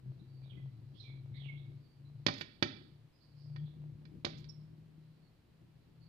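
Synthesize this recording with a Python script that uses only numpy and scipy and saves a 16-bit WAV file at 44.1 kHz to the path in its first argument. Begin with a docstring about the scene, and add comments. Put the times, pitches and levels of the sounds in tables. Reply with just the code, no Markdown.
"""Inside a small, bare room, a bird is heard pecking and fluttering at the window pane.
Each blow of the beak gives a thud and a bright clack of glass, and the room rings on.
A claw or feather skids on the glass, and the bird gives one tiny call. Other birds chirp faintly
outside, over a soft hiss and a low, wavering hum like that of a distant engine."""
import sys
import numpy as np
from scipy import signal
from scipy.fft import rfft, irfft
from scipy.io import wavfile
from scipy.ndimage import uniform_filter1d

SR = 44100
rng = np.random.default_rng(int(sys.argv[2]) if len(sys.argv) > 2 else 0)


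def pcm_store(signal):
    """Save signal as 16-bit PCM."""
    levels = np.round(np.clip(np.atleast_2d(signal), -1, 1) * 32767)
    wavfile.write(sys.argv[1], SR, levels.astype(np.int16).T)


N = 268172
TIME = np.arange(N) / SR


def peck(level_db, thud_db, bright_db, clack_s, ring_db, push_s=0.00011, flex_hz=235, flex_s=0.0014):
    """One blow of the beak: a sharp push flexes the whole pane, and the glass clacks and rings."""
    # the tones the pane rings with: pitch_hz, level_db, fade_s (time to fall by 60 dB)
    pane_tones = [(106, -21, .25), (157, -21, .07), (268, -17, .12), (345, -17, .08), (499, -24, .07),
                  (600, -14, .055), (764, -27, .04), (1030, -19, .04), (1272, -20, .04), (1492, -16, .04),
                  (1640, -20, .04), (1840, -12, .045), (2326, -12, .055), (2658, -18, .04),
                  (2944, -17, .03), (3300, -16, .025), (3432, -11, .03), (3760, -11, .03), (4100, -12, .03),
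                  (4445, -9, .03), (4654, -15, .04), (4922, -11, .03), (5826, -17, .015), (6660, -27, .02)]
    # tone colour of the waves that criss-cross the glass: pitch_hz, level_db
    clack_colour = [(200, -12.5), (700, -4.5), (1400, -3.5), (2000, 1.5), (2700, -3.5), (3500, 3.5),
                    (4950, 1), (5400, -8), (6500, -14), (7100, -21), (7500, -34.5), (8600, -38),
                    (13500, -47.5), (16000, -67.5)]
    t = np.arange(16384) / SR
    push = -amp(-13) * t / push_s * np.exp(1 - t / push_s)
    push = colour(push, [(2500, 0.5), (5000, -2.5), (8000, -36.0), (16000, -44.5)])
    flex = -amp(-19) * np.sin(2 * np.pi * flex_hz * t) * np.exp(-t / flex_s)
    hz, db, fade_s = np.transpose(pane_tones)[:, :, None]
    is_low = hz < 700
    # only a head-on blow moves the low tones; the high ones start anywhere in their swing
    db = db + np.where(is_low, thud_db, ring_db + bright_db * np.log2(hz / 3000))
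    db = db + np.where(is_low, 0, rng.uniform(-3.5, 2.2, hz.shape))  # each spot favours other tones
    phase = np.where(is_low, np.pi, 2 * np.pi * rng.random(hz.shape))
    ring = (amp(db - 60 * t / fade_s) * np.sin(2 * np.pi * hz * t + phase)).sum(0)
    ring *= np.minimum(t / 0.0016, 1)
    clack = colour(bending_waves(t, clack_s), clack_colour, bright_db)
    return amp(level_db) * (amp(thud_db) * (push + flex) + amp(-18) * ring + amp(6) * clack)


def bending_waves(t, touch_s, fade_s=0.0044):
    """A crowd of ripples in the glass that holds while the beak touches and then fades."""
    shape = np.exp(-np.maximum(t - touch_s, 0) / fade_s)
    waves = rng.standard_normal(len(t)) * shape
    for _ in range(6):  # make all pitches about equally strong, keeping the fade
        even_spectrum = np.exp(1j * np.angle(rfft(waves)))
        waves = irfft(even_spectrum, len(t)) * shape
    return waves / np.linalg.norm(waves)


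def skid(length_s, level_db):
    """A claw or feather skids on the glass with a thin, high squeak."""
    # tone colour of the squeak: pitch_hz, level_db
    skid_colour = [(500, -40), (4000, -3), (7300, -1), (8500, -15), (11000, -12), (13600, -5), (15000, -14)]
    count = int(length_s * SR)
    grains = rng.standard_normal(count) * amp(1.5 * wander(count, 200))
    return amp(level_db) * unit(colour(grains, skid_colour)) * np.hanning(count)


def chirp(length_s, first_hz, last_hz, level_db, roughness):
    """A bird's gliding whistle, made raspy by a fast flutter of its pitch."""
    count = int(length_s * SR)
    rasp = 1 + 0.14 * roughness * wander(count, rate_hz=420)
    hz = np.geomspace(first_hz, last_hz, count) * rasp
    whistle = np.sin(2 * np.pi * np.cumsum(hz) / SR)
    return amp(level_db) * unit(whistle * signal.windows.tukey(count, .8))


def peep(length_s, pitch_hz, level_db, roughness):
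    """A smaller bird's thin whistle around one pitch."""
    return chirp(length_s, pitch_hz, pitch_hz, level_db, roughness)


def birds_outside():
    """Far birds sing and peep, heard almost wholly through their echoes."""
    # raspy song notes: start_s, length_s, first_hz, last_hz, level_db, roughness (0 to 1)
    song_notes = [(.415, 0.084, 3900, 3410, -67.5, 0.54), (.492, 0.026, 3440, 3200, -53, 0.35),
                  (.515, 0.028, 2770, 2210, -63, 0.54), (.415, 0.05, 2380, 2290, -69.5, 0.2),
                  (.555, 0.059, 2050, 1942, -64, 0.17), (.93, .09, 3200, 3744, -61, 0.38),
                  (.93, 0.12, 4430, 5080, -66, 0.7), (.995, .02, 4213, 3770, -46, .25),
                  (1.02, 0.05, 3720, 3410, -56.5, 0.3), (1.015, .12, 2430, 2183, -57, 0.19),
                  (1.32, .09, 2220, 2040, -59.5, 0.5), (1.33, .073, 3610, 3985, -55.5, 0.55),
                  (1.385, 0.0464, 3637, 3230, -52, 0.34), (1.42, 0.062, 3240, 2358, -51.5, 0.62),
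                  (1.48, 0.032, 2288, 2108, -43.5, 0.04), (1.55, .068, 3545, 3640, -61, 0.4),
                  (3.575, 0.029, 3370, 3260, -62, 0.24), (3.645, 0.056, 4015, 3445, -64.5, .53)]
    # peeps of smaller birds: start_s, length_s, pitch_hz, level_db, roughness (0 to 1)
    peeps = [(.18, 0.045, 3900, -68.5, 0.3), (.22, 0.3, 4540, -74.5, 0.19), (1.77, 0.22, 4590, -75, .15),
             (2.04, 0.043, 4040, -69.5, 0.22), (3.11, .11, 4970, -73, 0.12),
             (3.19, 0.086, 4590, -65.5, 0.38), (3.33, 0.17, 4670, -68, 0.46),
             (3.45, 0.17, 4630, -71.5, 0.11), (5.2, 0.11, 4385, -75.5, 0.14),
             (5.99, 0.094, 4440, -69, 0.26)]
    song = play(song_notes, chirp) + play(peeps, peep)
    return room(song, direct_db=-9, tail_db=14, build_s=.005)


def twitter(level_db=-85):
    """Many far birds merge into a thin, drifting shimmer, mostly on the right."""
    # tone colour of the shimmer: pitch_hz, level_db
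    shimmer_colour = [(20, -71.5), (3300, -33.5), (4000, -0.5), (4350, -6), (4600, -2), (4900, -16),
                      (5350, -9), (5700, -27), (16000, -81)]
    return stereo_noise(shimmer_colour) * amp(level_db + 2 * wander(N, 3.5)) * amp([[-10], [0]])


def hum(upper_hz=130.4, lower_hz=109.8, steps_per_s=50):
    """Two low tones creep up in pitch over a rumble; it all flutters in small steps that tick softly."""
    # the strength that both tones follow: time_s, level_db
    hum_strength = [(0.0, -63), (0.1, -47.5), (0.22, -60), (0.44, -48.5), (1.04, -53.5), (1.16, -46.5),
                    (1.78, -52.5), (1.88, -72), (2.0, -54.0), (2.22, -50), (2.56, -75), (3.06, -57.5),
                    (3.12, -81.5), (3.5, -47.5), (3.64, -46), (3.72, -53), (3.86, -49), (4.24, -60.5),
                    (4.3, -49.5), (5.34, -69), (5.38, -79.5), (5.78, -63), (5.84, -72.5), (6.08, -57)]
    strength_db = curve(hum_strength)
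    swing_db = strength_db + 45  # how far the hum is from being loud
    upper = hum_tone(upper_hz + 4.9 * TIME, strength_db - 1, waver_hz=2.2, waver_db=3, rate_hz=8.3)
    lower = hum_tone(lower_hz + 2.1 * TIME, -57 + .6 * swing_db, waver_hz=3, waver_db=4, rate_hz=12)
    drone = upper + lower + rumble(swing_db)
    step = (TIME * steps_per_s).astype(int)
    flutter_db = 2 * rng.uniform(-1, 1, step[-1] + 1)
    flutter = uniform_filter1d(amp(flutter_db[step]), size=14)
    left, right = drone * flutter + ticks(strength_db - 3, step)
    return np.array([amp(1.8) * np.roll(left, 14), amp(-1.8) * right])  # left is louder and later


def hum_tone(hz, db, waver_hz, waver_db, rate_hz):
    """A low tone whose pitch and level waver; rate_hz sets how fast the level does."""
    turns = np.cumsum(hz + waver_hz * wander(N, 11)) / SR
    return np.sqrt(2) * amp(db + waver_db * wander(N, rate_hz)) * np.sin(2 * np.pi * turns)


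def rumble(hum_swing_db, follow_share=0.2):
    """Deep, unsteady noise that takes on a small share of the hum's swings."""
    # slow rise and fall of the rumble: time_s, level_db
    rumble_level = [(0.0, -63.5), (0.46, -66.5), (2.94, -68.5), (3.26, -75.5), (3.64, -62.5), (4.64, -62),
                    (4.84, -68), (6.08, -71.5)]
    # tone colour of the rumble: pitch_hz, level_db
    rumble_colour = [(20, -10), (45, -11.5), (72, 6), (100, -2), (185, 5), (240, -4), (330, -1), (430, -16),
                     (650, -29), (1500, -42.5), (4000, -58.5)]
    level_db = 4 + curve(rumble_level) + follow_share * hum_swing_db
    return stereo_noise(rumble_colour) * amp(level_db + 3.5 * wander(N, 8))


def ticks(level_db, step, rise_s=.00022):
    """A soft, dull tick of random size at the start of each step."""
    clicks = np.diff(step, prepend=0) * rng.uniform(-0.17, 1, N) * amp(level_db)
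    age = np.arange(200) / SR / rise_s
    return signal.fftconvolve(clicks, age * np.exp(1 - age))[:N]


def hiss(level_db=-69):
    """A soft, steady noise behind everything, strongest in the bass."""
    # tone colour of the hiss: pitch_hz, level_db
    hiss_colour = [(20, 10), (100, 18), (400, 6), (800, -1), (1500, -5), (3000, -6.5), (4500, -12),
                   (6000, -17.5), (8500, -20), (14000, -20.5), (16000, -21.5)]
    return amp(level_db) * stereo_noise(hiss_colour)


def room(sound, direct_db, tail_db, build_s=0.0076):
    """Bare walls add a few echoes and a fading tail; the left side is shaded and hears later."""
    # how long the room rings: pitch_hz, fade_s (time to fall by 60 dB)
    fade_times = [(100, 0.35), (300, 0.64), (600, 0.36), (1500, 0.48), (2500, 0.47), (4500, 0.58),
                  (7000, 0.14), (10000, .15)]
    # tone colour of the tail: pitch_hz, level_db
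    tail_colour = [(80, -0.5), (300, 1), (600, -8), (1200, -7), (2200, -5.5), (4500, -6), (7000, 1),
                   (10000, 3)]
    # echoes from nearby walls: delay_s, level_db
    wall_echoes = [(.0068, -14.5), (0.0092, -15), (0.0167, -20.5), (.0232, -21), (0.045, -24.5)]
    # the shaded left side compared with the right: pitch_hz, level_db
    left_shade = [(100, 1.5), (300, -1), (600, -1.5), (1200, -12.5), (1950, -14.5), (2600, -23.5),
                  (3200, -26.5), (5000, -33.5), (7000, -21), (10000, -9)]
    # echoes that reach the left from other directions: pitch_hz, level_db
    stray_colour = [(100, -12), (1000, -5.5), (2200, -10), (3300, -26), (6000, -30)]
    hz, t, noise = signal.stft(rng.standard_normal((2, SR)), SR, nperseg=256)
    noise *= amp(at_pitch(tail_colour, hz)[:, None] - 60 * t / at_pitch(fade_times, hz)[:, None])
    tails = signal.istft(noise, SR, nperseg=256)[1]
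    build_up = 1 - np.exp(-np.arange(tails.shape[1]) / SR / build_s)
    tails *= amp(tail_db) / np.sqrt(SR) * build_up
    for delay_s, level_db in wall_echoes:
        tails[0, round(delay_s * SR)] += amp(level_db)
    tails[0, 0] += amp(direct_db)
    right, stray = signal.fftconvolve(sound[None], tails, axes=1)[:, :N]
    left = colour(right, left_shade) + colour(stray, stray_colour)
    return np.array([np.pad(left, (9, 0))[:N], right])


def stereo_noise(points):
    """Noise of a given tone colour; left and right are alike in the bass and differ in the treble."""
    # how alike the two sides are: pitch_hz, likeness (0 to 1)
    side_likeness = [(25, .8), (70, 0.87), (600, 0.4), (1500, 0.32), (4000, 0.13), (9000, 0.094)]
    hz = np.fft.rfftfreq(N, 1 / SR)
    left, other = rfft(rng.standard_normal((2, N)))
    likeness = at_pitch(side_likeness, hz)
    right = likeness * left + np.sqrt(1 - likeness ** 2) * other
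    return unit(irfft(np.array([left, right]) * amp(at_pitch(points, hz)), N))


def colour(sound, points, tilt_db=0, size=4096):
    """Filters a sound by (pitch_hz, level_db) points, brightened by tilt_db for each octave."""
    hz = abs(np.fft.fftfreq(size, 1 / SR))
    octaves = np.log2(np.clip(hz, 700, 7000) / 3000)
    log_gain = np.log(amp(at_pitch(points, hz) + tilt_db * octaves))
    response = np.exp(np.conj(signal.hilbert(log_gain)))  # nothing rings before the sound starts
    taps = np.fft.ifft(response).real[:size // 2]
    return signal.fftconvolve(sound, taps)[:len(sound)]


def low_cut(sound, cut_hz):
    """Takes away the deep bass."""
    return signal.sosfilt(signal.butter(3, cut_hz, "highpass", fs=SR, output="sos"), sound)


def wander(count, rate_hz):
    """A smooth random wobble, about one in size, that changes up to the given rate."""
    hz = np.fft.rfftfreq(count, 1 / SR)
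    return unit(irfft(rfft(rng.standard_normal(count)) / (1 + (hz / rate_hz) ** 4), count))


def play(rows, voice):
    """Makes one sound for each row of a table and mixes it in at the row's start time."""
    mix = np.zeros(N)
    for start_s, *settings in rows:
        sound = voice(*settings)
        part = mix[round(start_s * SR):][:len(sound)]
        part += sound[:len(part)]
    return mix


def curve(points):
    """Joins (time_s, value) points with straight lines."""
    return np.interp(TIME, *np.transpose(points))


def at_pitch(points, hz):
    """Reads between (pitch_hz, value) points, with octaves evenly spaced."""
    point_hz, value = np.transpose(points)
    return np.interp(np.log(hz + 1), np.log(point_hz + 1), value)


def amp(db):
    """Turns decibels into a factor to multiply by."""
    return 10 ** (np.asarray(db) / 20)


def unit(sound):
    """Scales a sound to an average strength (rms) of one."""
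    return sound / np.sqrt(np.mean(sound ** 2) + 1e-20)


def scene():
    """Pecks, skids and a call close by, then the birds outside, the hum and the hiss."""
    # blows on the pane: start_s, level_db, thud_db, bright_db (per octave), clack_s, ring_db
    blows = [(2.2650, 1, -1.5, 2, 0.0029, 0), (2.2839, -14, 6.5, -6.5, 0.0071, 10),
             (2.3365, -21, -8, 5.5, 0.0093, -5), (2.3815, -26, -28, 6, 0.0077, -1),
             (2.4100, -11.5, -6.5, -1.5, 0.0088, 3), (2.6250, -1, 1, -1.5, 0.0062, 4.5),
             (3.5608, -36, -14, -5.5, .008, 13), (4.0530, -46, -15, -.8, .016, 17),
             (4.2476, -5, -2.5, 2.5, 0.0047, -3.5), (4.2622, -25.5, -10, -11.5, 0.007, 5.5),
             (4.3730, -36.5, -11.5, 12.5, 0.014, -13), (4.4420, -39.5, -21, 2.5, 0.014, 10.5)]
    # the pecking bird's call: start_s, length_s, first_hz, last_hz, level_db, roughness (0 to 1)
    call_notes = [(4.487, 0.0173, 5970, 4520, -55, 0.31), (4.491, 0.016, 5430, 5380, -51.5, 0)]
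    # skids on the glass: start_s, length_s, level_db
    skids = [(2.35, 0.075, -72), (2.39, .05, -68), (4.36, 0.075, -75)]
    at_window = low_cut(play(blows, peck), cut_hz=127) + play(call_notes, chirp)
    squeaks = play(skids, skid) * amp([[-9], [0]])  # mostly on the right
    far = birds_outside()
    near = room(at_window, direct_db=0.5, tail_db=11)
    return near + squeaks + far + twitter() + hum() + hiss()


def record(dry, top_hz=15400):
    """Takes away the very highest treble."""
    taps = signal.firwin(511, top_hz, window=("kaiser", 9), fs=SR)
    return signal.oaconvolve(dry, taps[None], "same")


dry = scene()
out = record(dry)
pcm_store(out)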